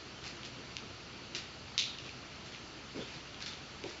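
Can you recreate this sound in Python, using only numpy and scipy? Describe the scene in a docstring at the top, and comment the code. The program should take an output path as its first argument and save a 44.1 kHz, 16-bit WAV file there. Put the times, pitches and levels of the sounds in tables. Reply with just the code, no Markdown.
"""Nunchaku are swung and caught in a quiet living room. The wooden sticks clack and ring on impact
and whoosh as they shed eddies; the chain rattles and scrapes as it goes slack and taut.
A stick slaps into the hand, and clothing rustles by friction. Under it lie a steady hiss and a
faint mains hum. One microphone a few metres away hears it all, with the room's reflections."""
import sys
import numpy as np
from scipy import signal
from scipy.fft import rfft, irfft
from scipy.io import wavfile
from scipy.ndimage import uniform_filter1d

SR = 44100
rng = np.random.default_rng(int(sys.argv[2]) if len(sys.argv) > 2 else 0)


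def dump(signal):
    """Clip the signal to [-1, 1] and save it as 16-bit WAV at the path in sys.argv[1]."""
    limited = np.clip(np.atleast_2d(signal).T, -1, 1)
    pcm = np.round(limited * 32767).astype(np.int16)
    wavfile.write(sys.argv[1], SR, pcm)


N = 176400
BAND_EDGE_HZ = 7600

# Wood striking wood, or a link snapping tight. Each row: start in seconds, direct peak in dB,
# ring pitch in Hz, relative ring level in dB, ring T60 in seconds, treble gain in dB, room gain in dB.
IMPACTS = [(0.2412, -29.5, 4300, -2, 0.004, -5, -6), (0.2798, -31, 4950, -2, .007, 3, -5),
           (0.433, -30, 3200, 3, 0.0072, -8, -2.5), (0.4505, -31, 3900, 7, 0.0076, -7, -10),
           (0.7678, -20, 2850, -4, 0.0055, -1, -8.5), (1.3490, -25, 4100, -1.5, 0.0065, 5, 1.5),
           (1.35, -22.5, 2800, 4, 0.012, 1, -3), (1.3544, -30, 4200, -5, 0.0072, 4.5, -0.5),
           (1.7797, -10, 3880, -3, 0.0066, 1, 3.5), (1.9866, -29.5, 2800, 5, 0.013, 3, -3),
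           (2.046, -34, 2680, -7, 0.0061, -8, -3), (2.0640, -33.5, 4300, -6, .007, -2, -1),
           (2.0929, -31, 2700, -2, 0.0058, -6, -5), (2.523, -35, 3300, 3, .005, -3, 0),
           (2.5482, -34.5, 2300, 4, 0.0031, -11, -3), (3.3452, -34.5, 3320, 4, 0.0061, -8.5, -4),
           (3.4057, -30.5, 2540, -6, 0.0067, -4, 2), (3.4251, -28, 4170, 3, .009, 0, -2),
           (3.4618, -27.5, 4300, 7, 0.0083, 1, -4), (3.4671, -30, 3550, 6, .012, -1.5, -2),
           (3.5350, -30.5, 3500, 12, 0.0031, -5, -10), (3.8393, -26.5, 2500, 3, 0.0024, -4.5, -8)]
# Spectrum of a hard contact. Each row: frequency in Hz, relative level in dB.
CONTACT_SPECTRUM = [(100, -33), (1000, -27), (1550, -18.5), (2300, -2), (3500, -3), (5000, -1.5),
                    (6200, -4), (7000, -12), (7700, -23)]
# Long modes of sticks and links. Each row: frequency in Hz, relative level in dB, T60 in seconds.
LONG_MODES = [(2520, -38.5, .06), (2890, -33, 0.066), (2780, -34, .12), (3480, -28, .13), (3615, -26, .13),
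              (3750, -29.5, 0.21), (4080, -37, .12), (4190, -37.5, .1), (4390, -33, .1), (4762, -33, .08),
              (5260, -35.5, 0.094)]
def clacks():
    """Impact excitation: a contact drives long modes and a brief ring set by where it lands."""
    out, t = np.zeros(N), np.arange(6144) / SR
    click = impulse(CONTACT_SPECTRUM + [(2 * BAND_EDGE_HZ, -40)])
    modes = sum(amp(db) * decay(t, t60) * np.cos(2 * np.pi * hz * t) for hz, db, t60 in LONG_MODES)
    for start, db, hz, ring_db, ring_t60, treble_db, room_db in IMPACTS:
        contact = signal.fftconvolve(click, impulse([(2600, 0.021), (5000, treble_db)]))
        ring = amp(ring_db) * decay(t, ring_t60) * np.cos(2 * np.pi * hz * t)
        body = 0.092 * (ring + modes)
        body[0] += 1  # the contact itself is heard too
        hit = signal.fftconvolve(body, contact)
        hit /= abs(band_limit(hit)).max()
        add(out, start, amp(db) * in_room(hit, room_db))
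    return out


# Passes of a stick through the air. Each row: centre time in seconds, half length in seconds,
# level in dB, pitch in Hz, half bandwidth in octaves.
SWINGS = [(.258, 0.037, -55, 278, 0.56), (.842, 0.022, -50, 292, 0.47), (1.368, 0.023, -50, 311, 0.31),
          (2.973, 0.017, -41.5, 320, 0.76), (3.003, 0.019, -42.5, 290, 0.75)]
def whooshes():
    """Vortex shedding: eddies behind a stick make a band of noise that swells with its speed."""
    return in_room(noise_bands(SWINGS), room_db=-7.5)[:N]


# Links tumbling. Each row: start, rise time and fade time in seconds, level in dB.
TUMBLES = [(.232, 0.042, 0.028, -47), (.44, 0.016, 0.023, -47.5), (1.347, 0.0071, 0.033, -38.5),
           (2.44, 0.025, 0.061, -52.5), (3.11, .05, 0.028, -55), (3.40, .025, 0.013, -42.5),
           (3.459, 0.0035, 0.034, -42), (3.865, 0.028, .06, -50)]
# Spectrum of one link's tick. Each row: frequency in Hz, relative level in dB.
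LINK_SPECTRUM = [(100, -22), (900, -15.5), (1600, -4.5), (2500, -0.5), (3100, -10), (3550, 1), (3850, -4.5),
                 (4350, 0.5), (5500, -3), (6500, -9), (7700, -13.5)]
def chain_rattle(ticks_per_s=620, room_db=-8.5):
    """Shot noise: independent link-on-link collisions merge into showers of ticks."""
    ticks = (rng.random(N) < ticks_per_s / SR) * rng.choice([-1, 1], N)
    rattle = unit(colour(ticks, LINK_SPECTRUM)) * swells(TUMBLES)
    return in_room(rattle, room_db)[:N] / np.hypot(1, amp(room_db))


# The chain sliding. Each row: centre time in seconds, half length in seconds, level in dB,
# pitch in Hz, half bandwidth in octaves.
SLIDES = [(3.02, 0.016, -50.5, 3400, 0.1), (3.06, .03, -55.5, 3420, 0.13), (3.10, 0.021, -54.5, 2750, 0.16),
          (3.155, 0.02, -56, 4170, 0.16)]
def chain_scrapes():
    """Sliding friction: the chain gives off light, narrow bands of high noise."""
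    return noise_bands(SLIDES)


# A stick landing in the hand. Each row: start in seconds, level in dB, pitch in Hz, room gain in dB.
CATCHES = [(3.8407, -32.5, 368, 8.5)]
# Spectrum of squeezed air and cloth. Each row: frequency in Hz, relative level in dB.
PUFF_SPECTRUM = [(60, -20), (180, -5.5), (330, 2), (550, -3.5), (800, -11), (1500, -29), (4000, -30),
                 (7700, -32)]
def hand_slap(rise_s=0.00074, puff_db=-8.5):
    """Damped impact: the hand gives a short, low knock and a puff of squeezed air and cloth."""
    out, t = np.zeros(N), np.arange(4096) / SR
    attack = 1 - np.exp(-t / rise_s)
    for start, db, hz, room_db in CATCHES:
        knock = -np.sin(2 * np.pi * hz * t) * decay(t, t60=0.018)
        air = unit(colour(rng.standard_normal(len(t)), PUFF_SPECTRUM))
        puff = amp(puff_db) * air * decay(t, t60=0.068)
        add(out, start, amp(db) * in_room((knock + puff) * attack, room_db))
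    return out


# Arm and stick brushing cloth. Each row: start, rise time and fade time in seconds, level in dB.
BRUSHES = [(.215, 0.034, 0.12, -49.5), (2.0, 0.065, 0.051, -53.5), (2.53, 0.022, 0.052, -52.5),
           (2.945, 0.027, 0.14, -48), (3.06, 0.07, 0.074, -54), (3.48, 0.026, 0.064, -52.5),
           (3.86, 0.036, 0.092, -60)]
# Spectrum of rubbed cloth. Each row: frequency in Hz, relative level in dB.
CLOTH_SPECTRUM = [(100, -17), (600, -2), (900, -0.5), (1500, 0), (2600, 2), (3500, -3), (4800, -2.5),
                  (6000, -7), (7700, -16.5)]
def clothing(crease_db=1.5):
    """Friction noise: cloth rustles with the arm, unevenly as it catches on creases."""
    creases = amp(crease_db * wander(300))
    friction = colour(rng.standard_normal(N), CLOTH_SPECTRUM)
    return unit(friction * creases) * swells(BRUSHES)


# Spectrum of the steady hiss. Each row: frequency in Hz, relative spectral density in dB.
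HISS_SPECTRUM = [(15, -22), (30, -7), (42, -21), (60, -9.5), (85, 3.5), (105, -2.5), (135, 3), (170, -2),
                 (230, 0), (350, -1.5), (500, -6), (750, -7), (1100, -8.5), (1340, -5.5), (1600, -9.5),
                 (2000, -9.5), (2850, -6.5), (3300, -10), (3850, -11.5), (4450, -7), (5100, -13.5),
                 (6000, -15), (7500, -23.5)]
def hiss(level_db=-49, flicker_db=1.0):
    """Random amplitude modulation: broadband noise flickers slightly in patches of time and pitch."""
    spectra = signal.stft(rng.standard_normal(N), nperseg=512)[2]
    patches = uniform_filter1d(rng.standard_normal(spectra.shape), size=6, axis=0)
    patches = unit(uniform_filter1d(patches, size=6, axis=1))
    noise = signal.istft(spectra * amp(flicker_db * patches))[1][:N]
    return amp(level_db) * unit(colour(noise, HISS_SPECTRUM))


# Tones of the mains hum. Each row: frequency in Hz, rms level in dB.
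HUM_TONES = [(60.5, -66), (122, -65)]
def mains_hum():
    """Phase modulation: two low tones waver as their phases drift."""
    t = np.arange(N) / SR
    return sum(amp(db) * np.sqrt(2) * np.sin(2 * np.pi * hz * t + wander(16000)) for hz, db in HUM_TONES)


# Reflections from table, walls and furniture. Each row: delay in seconds, gain relative to the tail.
REFLECTIONS = [(.0016, .15), (.0062, .2), (.0105, .28), (.0146, .25), (.0174, .42), (.022, .26),
               (.032, 0.24), (.0425, .18), (0.0594, .16)]
# Reverberation time. Each row: frequency in Hz, T60 in seconds.
REVERB_TIMES = [(150, 0.44), (500, 0.35), (2000, .42), (3600, 0.54), (5500, 0.32), (7500, 0.45)]
# Spectrum of the reflected sound. Each row: frequency in Hz, gain in dB.
ROOM_SPECTRUM = [(150, -9.5), (2000, -1), (3600, 2), (5000, -0.5), (7500, -1)]
def in_room(x, room_db, build_s=0.007, scatter_s=0.0007):
    """Reverberation: the direct sound is followed by echoes, scattered by furniture, and a diffuse tail."""
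    t = np.arange(24576) / SR
    hz, frame_s, spectra = signal.stft(rng.standard_normal(len(t)), SR, nperseg=256)
    spectra *= decay(frame_s, read(REVERB_TIMES, hz)[:, None])
    tail = signal.istft(spectra, SR)[1][:len(t)] * (1 - np.exp(-(t / build_s) ** 2))
    response = tail / np.linalg.norm(tail)
    for delay, gain in REFLECTIONS:
        echo = 0.18 * rng.standard_normal(256) * np.exp(-t[:256] / scatter_s)
        echo[0] += .5 * rng.choice([-1, 1])  # the specular part
        add(response, delay, gain * echo / np.linalg.norm(echo))
    out = amp(room_db) * signal.fftconvolve(x, colour(response, ROOM_SPECTRUM))
    out[:len(x)] += x
    return out


def noise_bands(rows):
    """Band-pass noise under Gaussian envelopes, one for each movement."""
    out, t, hz = np.zeros(N), np.arange(16384) / SR, np.fft.rfftfreq(16384, 1 / SR)
    middle = t.mean()
    for centre_s, half_s, db, pitch, width_oct in rows:
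        band = 1 / np.sqrt(1 + (np.log2((hz + 1) / pitch) / width_oct) ** 8)
        envelope = np.exp(-.5 * ((t - middle) / half_s) ** 2)
        noise = irfft(rfft(rng.standard_normal(len(t))) * band) * envelope
        add(out, centre_s - middle, amp(db) * unit(noise) * np.sqrt(np.mean(envelope ** 2)))
    return out


def swells(rows):
    """Incoherent addition: gestures that rise and fade sum in power to one envelope."""
    t, power = np.arange(N) / SR, np.zeros(N)
    for start, rise, fade, db in rows:
        attack = np.clip((t - start) / rise, 0, 1)
        release = np.exp(-np.maximum(t - start - rise, 0) / fade)
        power += (amp(db) * attack * release) ** 2
    return np.sqrt(power)


def amp(db):
    """Decibels to amplitude ratio."""
    return 10 ** (np.asarray(db) / 20)


def unit(x):
    """Normalisation to rms 1."""
    return x / np.sqrt(np.mean(x ** 2) + 1e-20)


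def decay(t, t60):
    """Exponential decay by 60 dB in t60 seconds."""
    return np.exp(-np.log(1000) * t / t60)


def wander(samples):
    """A moving average of noise: a slow drift of rms 1."""
    return unit(uniform_filter1d(rng.standard_normal(N), size=samples))


def read(points, hz):
    """Interpolation on a log-frequency axis."""
    f, value = np.transpose(points)
    return np.interp(np.log(hz + 1), np.log(f + 1), value)


def add(mix, start_s, sound):
    """Superposition of a sound on the mix."""
    part = mix[max(round(start_s * SR), 0):][:len(sound)]
    part += sound[:len(part)]


def colour(x, points):
    """Spectral shaping within the microphone's band."""
    hz = np.fft.rfftfreq(len(x), 1 / SR)
    return irfft(rfft(x) * amp(read(points, hz)) / (1 + (hz / (BAND_EDGE_HZ + 500)) ** 40), len(x))


def impulse(points, size=2048):
    """The minimum-phase click that has a given spectrum."""
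    log_gain = np.log(amp(read(points, abs(np.fft.fftfreq(size, 1 / SR)))))
    return np.fft.ifft(np.exp(np.conj(signal.hilbert(log_gain)))).real


def band_limit(x):
    """A steep linear-phase low-pass at the band edge."""
    return signal.oaconvolve(x, signal.firwin(601, BAND_EDGE_HZ, window=("kaiser", 8), fs=SR), "same")


def scene():
    """Superposition: all sources sum at one microphone, alike in both channels."""
    nunchaku = clacks() + hand_slap() + whooshes() + chain_rattle() + chain_scrapes()
    return np.tile(nunchaku + clothing() + hiss() + mains_hum(), (2, 1))


def record(dry):
    """Limited bandwidth: the microphone loses the highest treble."""
    return np.array([band_limit(channel) for channel in dry])


dry = scene()
out = record(dry)
dump(out)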